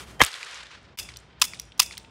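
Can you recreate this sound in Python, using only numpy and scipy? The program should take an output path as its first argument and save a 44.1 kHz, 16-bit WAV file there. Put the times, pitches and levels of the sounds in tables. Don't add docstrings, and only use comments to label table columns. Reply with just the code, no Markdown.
import sys
import numpy as np
from scipy import signal
from scipy.fft import rfft, irfft, next_fast_len
from scipy.io import wavfile
from scipy.ndimage import map_coordinates

SR = 44100
rng = np.random.default_rng(int(sys.argv[2]) if len(sys.argv) > 2 else 0)


def elevation(decibels):
    levels = np.asarray(decibels, float)
    return 10 ** (levels / 20)


def output_pcm(signal):
    pcm = np.clip(np.atleast_2d(signal).T, -1, 1) * 32767
    wavfile.write(sys.argv[1], SR, np.round(pcm).astype(np.int16))


N = 92610


def along(points, hz):
    f, v = np.transpose(points)
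    return np.interp(np.log(hz + 1), np.log(f + 1), v)


def level(rows):
    s, db = np.transpose(rows)
    return elevation(np.interp(np.arange(N) / SR, s, db))


def unit(x):
    return x / np.sqrt(np.mean(x ** 2) + 1e-20)


def wobble(rate):
    knots = rng.standard_normal(int(N * rate / SR) + 4)
    return map_coordinates(knots, [np.arange(N) * rate / SR])


def filtered(x, response):
    m = next_fast_len(len(x) + 4096)
    return irfft(rfft(x, m) * response(np.fft.rfftfreq(m, 1 / SR)), m)[:len(x)]


def butter(x, hz, kind, order):
    sos = signal.butter(order, min(hz, SR * .49), kind, fs=SR, output='sos')
    return signal.sosfilt(sos, x)


def body(peaks):
    def response(f):
        return sum((-1) ** k * elevation(db) * 1j * f * w / (c * c - f * f + 1j * f * w)
                   for k, (c, w, db) in enumerate(peaks))
    return response


def noise(spectrum):
    return unit(filtered(rng.standard_normal(N), lambda hz: elevation(along(spectrum, hz))))


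def blows(rows, peaks):
    x = np.zeros(N)
    for s, db in rows:
        x[round(s * SR)] = elevation(db)
    one_blow = filtered(np.eye(1, 2048)[0], body(peaks))
    return filtered(x, body(peaks)) / np.abs(one_blow).max()


def snaps(rows, wide, air_db, air_hz, lead):
    out, t = np.zeros(N + SR), np.arange(SR // 20) / SR
    for s, db, hz, t60 in rows:
        uneven_decay = elevation(2.05 * rng.standard_normal(len(t)) - 60 * t / t60)
        raw = rng.standard_normal(len(t)) * uneven_decay
        raw[0] = lead
        band = body([(hz, wide * hz, 0)])

        def colour(f):
            air = 1j * f / (900 + 1j * f) / (1 + 1j * f / air_hz) ** 3
            return band(f) ** 2 + elevation(air_db) * air
        x = filtered(raw, colour)
        out[round(s * SR):][:len(t)] += elevation(db) * x / np.abs(x).max()
    return out[:N]


def roof(x):
    # (frequency [Hz], t60 [s])
    roof_t60 = [(600, 0.28), (2000, 0.53), (5000, 0.54), (9000, 0.49), (12000, 0.21), (16000, 0.22)]
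    hz, t, z = signal.stft(rng.standard_normal(SR), SR, nperseg=256)
    dying = z * elevation(-60 * t / along(roof_t60, hz)[:, None])
    tail = signal.istft(dying, SR, nperseg=256)[1]
    return signal.fftconvolve(np.pad(x, (300, 0)), tail / np.linalg.norm(tail))[:N]


def street():
    # (frequency [Hz], density [dB per Hz])
    traffic_colour = [(25, -16.5), (60, 0.5), (140, -3.5), (300, -9), (1000, -14.5), (2200, -25),
                      (3400, -30), (6000, -59), (12000, -60.5), (16000, -102.5)]
    # (frequency [Hz], level [dB])
    engine = [(58, -57.5), (118, -63.5), (178, -71)]
    # (time [s], level [dB])
    rustle_level = [(0, -41), (.03, -50), (.06, -57.5), (.11, -49.5), (.15, -59), (.19, -63.5),
                    (.25, -91.5)]
    # (frequency [Hz], density [dB per Hz])
    rustle_colour = [(240, -40.5), (400, -5.5), (504, -17), (1380, -10), (2050, -11.5), (2710, -12.5),
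                     (9470, -21), (16000, -34.5)]
    # (time [s], level [dB])
    insect_level = [(0, -65.5), (.95, -68), (1.15, -67), (1.25, -70), (1.42, -59), (1.6, -69.5),
                    (1.75, -69.5), (2.1, -74)]
    # (time [s], level [dB])
    whine_level = [(0, -93), (1.8, -75), (1.95, -61), (2.1, -61)]
    insect_hz, whine_hz = 3160, 905
    t = np.arange(N) / SR
    traffic = elevation(-51 + 1.97 * wobble(7.11)) * noise(traffic_colour)
    hum = np.zeros(N)
    for hz, db in engine:
        loudness = elevation(db + 4.6 * wobble(10.98)) * np.sqrt(2)
        hum += loudness * np.sin(2 * np.pi * hz * t + 1.9 * wobble(6.7))
    rustle = noise(rustle_colour) * level(rustle_level) * elevation(1.2 * wobble(53))
    insect = level(insect_level) * elevation(1.9 * wobble(7.9))
    insect = insect * np.sin(2 * np.pi * insect_hz * t + .6 * wobble(37))
    whine = level(whine_level) * np.sin(2 * np.pi * whine_hz * t + .8 * wobble(21))
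    return traffic + hum + rustle + insect + whine


def trigger():
    # (time [s], peak [dB], centre [Hz], t60 [s])
    clicks = [
        (1.1699, -22.5, 5500, 0.012),
        (1.398, -39.5, 6940, 0.052),
        (1.5975, -16, 5100, 0.011),
        (1.617, -37, 5800, .015),
        (1.7774, -40, 5960, 0.07),
        (1.9784, -17.5, 4940, 0.01),
    ]
    # (frequency [Hz], width [Hz], level [dB])
    latch = [(1110, 400, 0), (2930, 280, -9.5), (3970, 300, 0.5), (5800, 460, 5), (10130, 350, -7)]
    # (time [s], peak [dB], centre [Hz], t60 [s])
    spring_ticks = [(1.119, -39, 2150, 0.02), (1.1385, -35, 3460, .015), (1.161, -30, 3500, 0.012),
                    (1.165, -40, 5000, .02), (1.188, -38, 5850, 0.02), (1.2, -42, 8000, .02),
                    (1.3285, -48, 2600, 0.016), (1.59, -34, 3500, 0.051), (1.593, -40, 6500, 0.017),
                    (1.63, -43, 5500, .02), (1.652, -44, 8000, 0.0147), (1.7201, -35.5, 3180, 0.024),
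                    (1.971, -29.5, 3350, 0.025), (1.998, -39, 4000, 0.024), (2.031, -44, 7050, 0.011),
                    (2.0468, -39.5, 2870, .02)]
    snap = snaps(clicks, wide=1.1, air_db=6.5, air_hz=16000, lead=1.24)
    ring = filtered(snap, body(latch))
    release = butter(elevation(-4.5) * snap + elevation(1.5) * ring, 1900, 'high', order=3)
    springs = snaps(spring_ticks, wide=0.54, air_db=-28, air_hz=9000, lead=1.5)
    x = release + butter(springs, 8300, 'low', order=5)
    return x + elevation(-19) * roof(x)


def wall_return():
    # (time [s], peak [dB])
    returns = [
        (1.0887, -28),
        (1.5347, -25),
        (1.9095, -29),
    ]
    # (frequency [Hz], width [Hz], level [dB])
    return_peaks = [(2220, 310, 4.5), (1120, 290, -7), (4670, 450, -2.5)]
    contacts = ((0, -4.5), (.0009, 3), (.003, -8))  # (delay [s], level [dB])
    rows = [(s + delay, db + k) for s, db in returns for delay, k in contacts]
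    return butter(blows(rows, return_peaks), 7100, 'low', order=5)


def hammer():
    # (time [s], level [dB])
    falls = [
        (0.9642, -6),
        (1.4167, -4),
        (1.796, -4),
    ]
    # (time after the fall [s], level [dB], centre [Hz], t60 [s])
    contacts = [(-.002, -19, 5600, 0.02), (0, -2, 3750, 0.025), (.0011, -7, 4100, 0.014),
                (.0036, 1.5, 5080, 0.01), (.0047, -4.5, 5070, 0.011), (.0060, -1, 3500, 0.0062),
                (.0098, -9.5, 2600, 0.022), (0.0128, -13.5, 4530, 0.029), (0.0225, -9.5, 2640, 0.038),
                (0.024, -11, 5200, 0.039), (.029, -19, 3000, .028), (0.033, -13, 5050, .02),
                (.035, -15.5, 8330, 0.021), (.0365, -21.5, 3500, 0.023), (.065, -23.5, 4960, .025)]
    # (time after the fall [s], level [dB], centre [Hz], t60 [s])
    far_wall = [(0.122, -35.5, 3500, 0.035), (.127, -29.5, 3500, 0.057), (.131, -35.5, 4970, 0.036),
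                (.139, -32.5, 2330, .03), (.155, -35.5, 4000, .02)]
    # (frequency [Hz], width [Hz], level [dB])
    frame = [(604, 190, -12.5), (995, 63, 7), (1260, 184, 4), (2610, 140, 7), (3500, 174, 5.5),
             (4070, 210, 3), (4960, 320, 5.5), (5360, 130, 3.5), (5896, 160, 3), (7210, 240, 3),
             (8420, 840, -5), (11000, 460, -5.5)]
    # (frequency [Hz], width [Hz], level [dB])
    roof_colour = [(2600, 230, 8), (3500, 910, 2.5), (3480, 83, 12.5), (4910, 166, 7), (7500, 9100, -0.5)]
    scene_change_s = .9735
    out = np.zeros(N)
    for s, db in falls:
        rows = [(s + delay, db + k + rng.normal(0, 1.1), hz, t60)
                for delay, k, hz, t60 in contacts + far_wall]
        near, late = rows[:len(contacts)], rows[len(contacts):]
        grit = butter(snaps(near, wide=0.61, air_db=-9.0, air_hz=26400, lead=0.45), 1050, 'high', order=2)
        wall = butter(snaps(late, wide=1.0, air_db=-38, air_hz=8000, lead=.6), 11000, 'low', order=6)
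        struck = blows([(t, k + 1) for t, k, *_ in near[:6]], frame)
        ring = struck + elevation(-9) * filtered(grit, body(frame))
        tail = roof(blows([(s, db - 5)], roof_colour))
        out += butter(elevation(-1.5) * grit + wall + ring + tail, 555, 'high', order=3)
    return out * (np.arange(N) > scene_change_s * SR)


def echo_field():
    # (time [s], level [dB])
    field_level = [(.215, -27.5), (.221, -5.5), (.232, -15), (.26, -17), (.3, -19), (.4, -25.5),
                   (.47, -26.5), (.55, -28.5), (.7, -38.5), (.95, -53)]
    # (frequency [Hz], density [dB per Hz])
    field_colour = [(120, -81.5), (200, -26), (491, -8), (635, -10), (1300, -1), (1400, 0.5), (3690, -2.5),
                    (9750, -15), (16000, -36.5)]
    # (frequency [Hz], loss [dB per s])
    air_loss = [(300, 2), (2000, 4.5), (5000, 7.5), (8000, 21), (11000, 38.5), (16000, 90.5)]
    hz, frame_s, z = signal.stft(noise(field_colour), SR, nperseg=256)
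    dulled = z * elevation(-along(air_loss, hz)[:, None] * np.clip(frame_s - .3, -.1, None))
    field = signal.istft(dulled, SR, nperseg=256)[1][:N] * level(field_level)
    begun = np.arange(N) / SR > field_level[0][0]
    return field * begun * elevation(2.0 * wobble(90) + 1.0 * wobble(27))


def house_echoes():
    # (time [s], peak [dB], centre [Hz], t60 [s])
    houses = [(.2795, -5, 2290, .012), (.317, -6, 4970, 0.0065), (.33, -8, 3500, .008),
              (.3411, -4, 3500, 0.011), (.3655, -13.5, 3500, 0.0091), (.394, -21, 7000, 0.0068),
              (.4298, -4.5, 2670, 0.0068), (.447, -17, 5800, .01), (.511, -21, 7000, .01),
              (.522, -22, 5000, 0.0078), (.5447, -17, 6550, 0.0056), (.557, -20, 4000, 0.0066),
              (.575, -23, 5000, 0.0071), (.549, -23, 6130, 0.0086), (.632, -25.5, 3500, .012),
              (.636, -30.5, 8000, 0.007), (.668, -27, 3000, 0.011), (.715, -34, 5060, .01),
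              (.83, -45.5, 7500, 0.0096)]
    return butter(snaps(houses, wide=0.71, air_db=-23, air_hz=9000, lead=3.6), 10200, 'low', order=6)


def chamber():
    # (time [s], level [dB])
    swell_level = [(.192, -43.5), (.201, -34.5), (.204, -24), (.208, -25), (.2098, -32.5), (.2125, -31),
                   (.2140, -6.5), (.2162, -2), (.2180, -32.5)]
    # (time [s], peak [dB])
    ring_pulses = [
        (.1985, -31),
        (.2034, -6.5),
        (.2050, -11.5),
        (.2072, -20),
        (.2098, -6),
        (.2112, -10.5),
        (.2138, -6.5),
        (.2152, -8.5),
        (.2174, -6.5),
    ]
    # (frequency [Hz], width [Hz], level [dB])
    chamber_peaks = [(330, 90, -6), (530, 110, -4), (735, 80, 0), (995, 70, 0), (1188, 60, 0),
                     (1710, 80, 3), (1927, 90, 3), (2105, 80, 1), (2410, 90, -4), (2530, 90, -6),
                     (3157, 60, 3)]
    t = np.arange(N) / SR
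    sounding = (t > swell_level[0][0]) * (t < swell_level[-1][0])
    swell = level(swell_level) * sounding * rng.standard_normal(N)
    ring = filtered(swell, lambda f: body(chamber_peaks)(f) / (1 + (f / 3700) ** 8))
    return ring * elevation(14.5) + butter(blows(ring_pulses, chamber_peaks), 3800, 'low', order=6)


def blast_push():
    thump_s, thump_db, thump_len_s = .2175, -12.5, 0.00036
    swing_s, swing_db, swing_t60_s = .2186, -9, 0.089
    from_hz, to_hz, fall_s = 418, 46.5, 0.0068
    t = np.arange(N) / SR
    u = np.clip(t - thump_s, 0, None) / thump_len_s
    thump = elevation(thump_db) * (u * (2 - u) * np.exp(-u) + 1.2 * u / 1.7 * np.exp(-u / 3.0))
    u = np.clip(t - swing_s, 0, None)
    turns = to_hz * u + from_hz * fall_s * (1 - np.exp(-u / fall_s))
    return thump + elevation(swing_db - 60 * u / swing_t60_s) * np.sin(2 * np.pi * turns)


def cracks():
    # (time [s], peak [dB], centre [Hz], t60 [s])
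    shocks = [(.196, -28.5, 5030, .006), (.1975, -27.5, 3980, 0.0094), (.2034, -26, 6900, 0.0054),
              (.207, -30, 9000, 0.02), (.2135, -14, 5750, 0.019), (.2173, -8, 6620, 0.0075),
              (.2249, -2, 4950, 0.0066), (.236, 2.5, 2650, 0.0022), (.2368, 9.5, 2870, 0.0046),
              (.243, 4, 2500, 0.0072), (.246, -3.5, 3030, .008), (.2489, 6, 7500, 0.0048),
              (.2635, 0.5, 3000, .01)]
    return snaps(shocks, wide=0.68, air_db=-8.5, air_hz=31100, lead=4.6)


def cap():
    return echo_field() + house_echoes() + chamber() + blast_push() + cracks()


def scene():
    return (street() + trigger() + wall_return() + hammer() + cap())[None]


def low_pass(x):
    return signal.sosfilt(signal.butter(12, 16990, fs=SR, output="sos"), x)


def record(dry):
    # (time [s], level [dB])
    gain = [(0, 1.5), (.2183, 1.5), (.2195, -11), (.3, -22), (.45, -14.5), (.6, -10), (.8, -7.5),
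            (.945, -5.5), (.96, -13), (.972, -35), (.976, -18.5), (.986, -7.5), (1.0, 0), (1.03, -1),
            (1.15, -2.5), (2.1, -0.5)]
    ceiling, top_hz = .9, 15850
    x = butter(dry[0] * level(gain), 48, 'high', order=4)
    x = x / (1 + np.abs(x / ceiling) ** 10) ** (1 / 10)
    x = filtered(x, lambda hz: elevation(-30 / (1 + np.exp(np.clip((top_hz - hz) / 40, -20, 20)))))
    return low_pass(x[None])


dry = scene()
out = record(dry)
output_pcm(out)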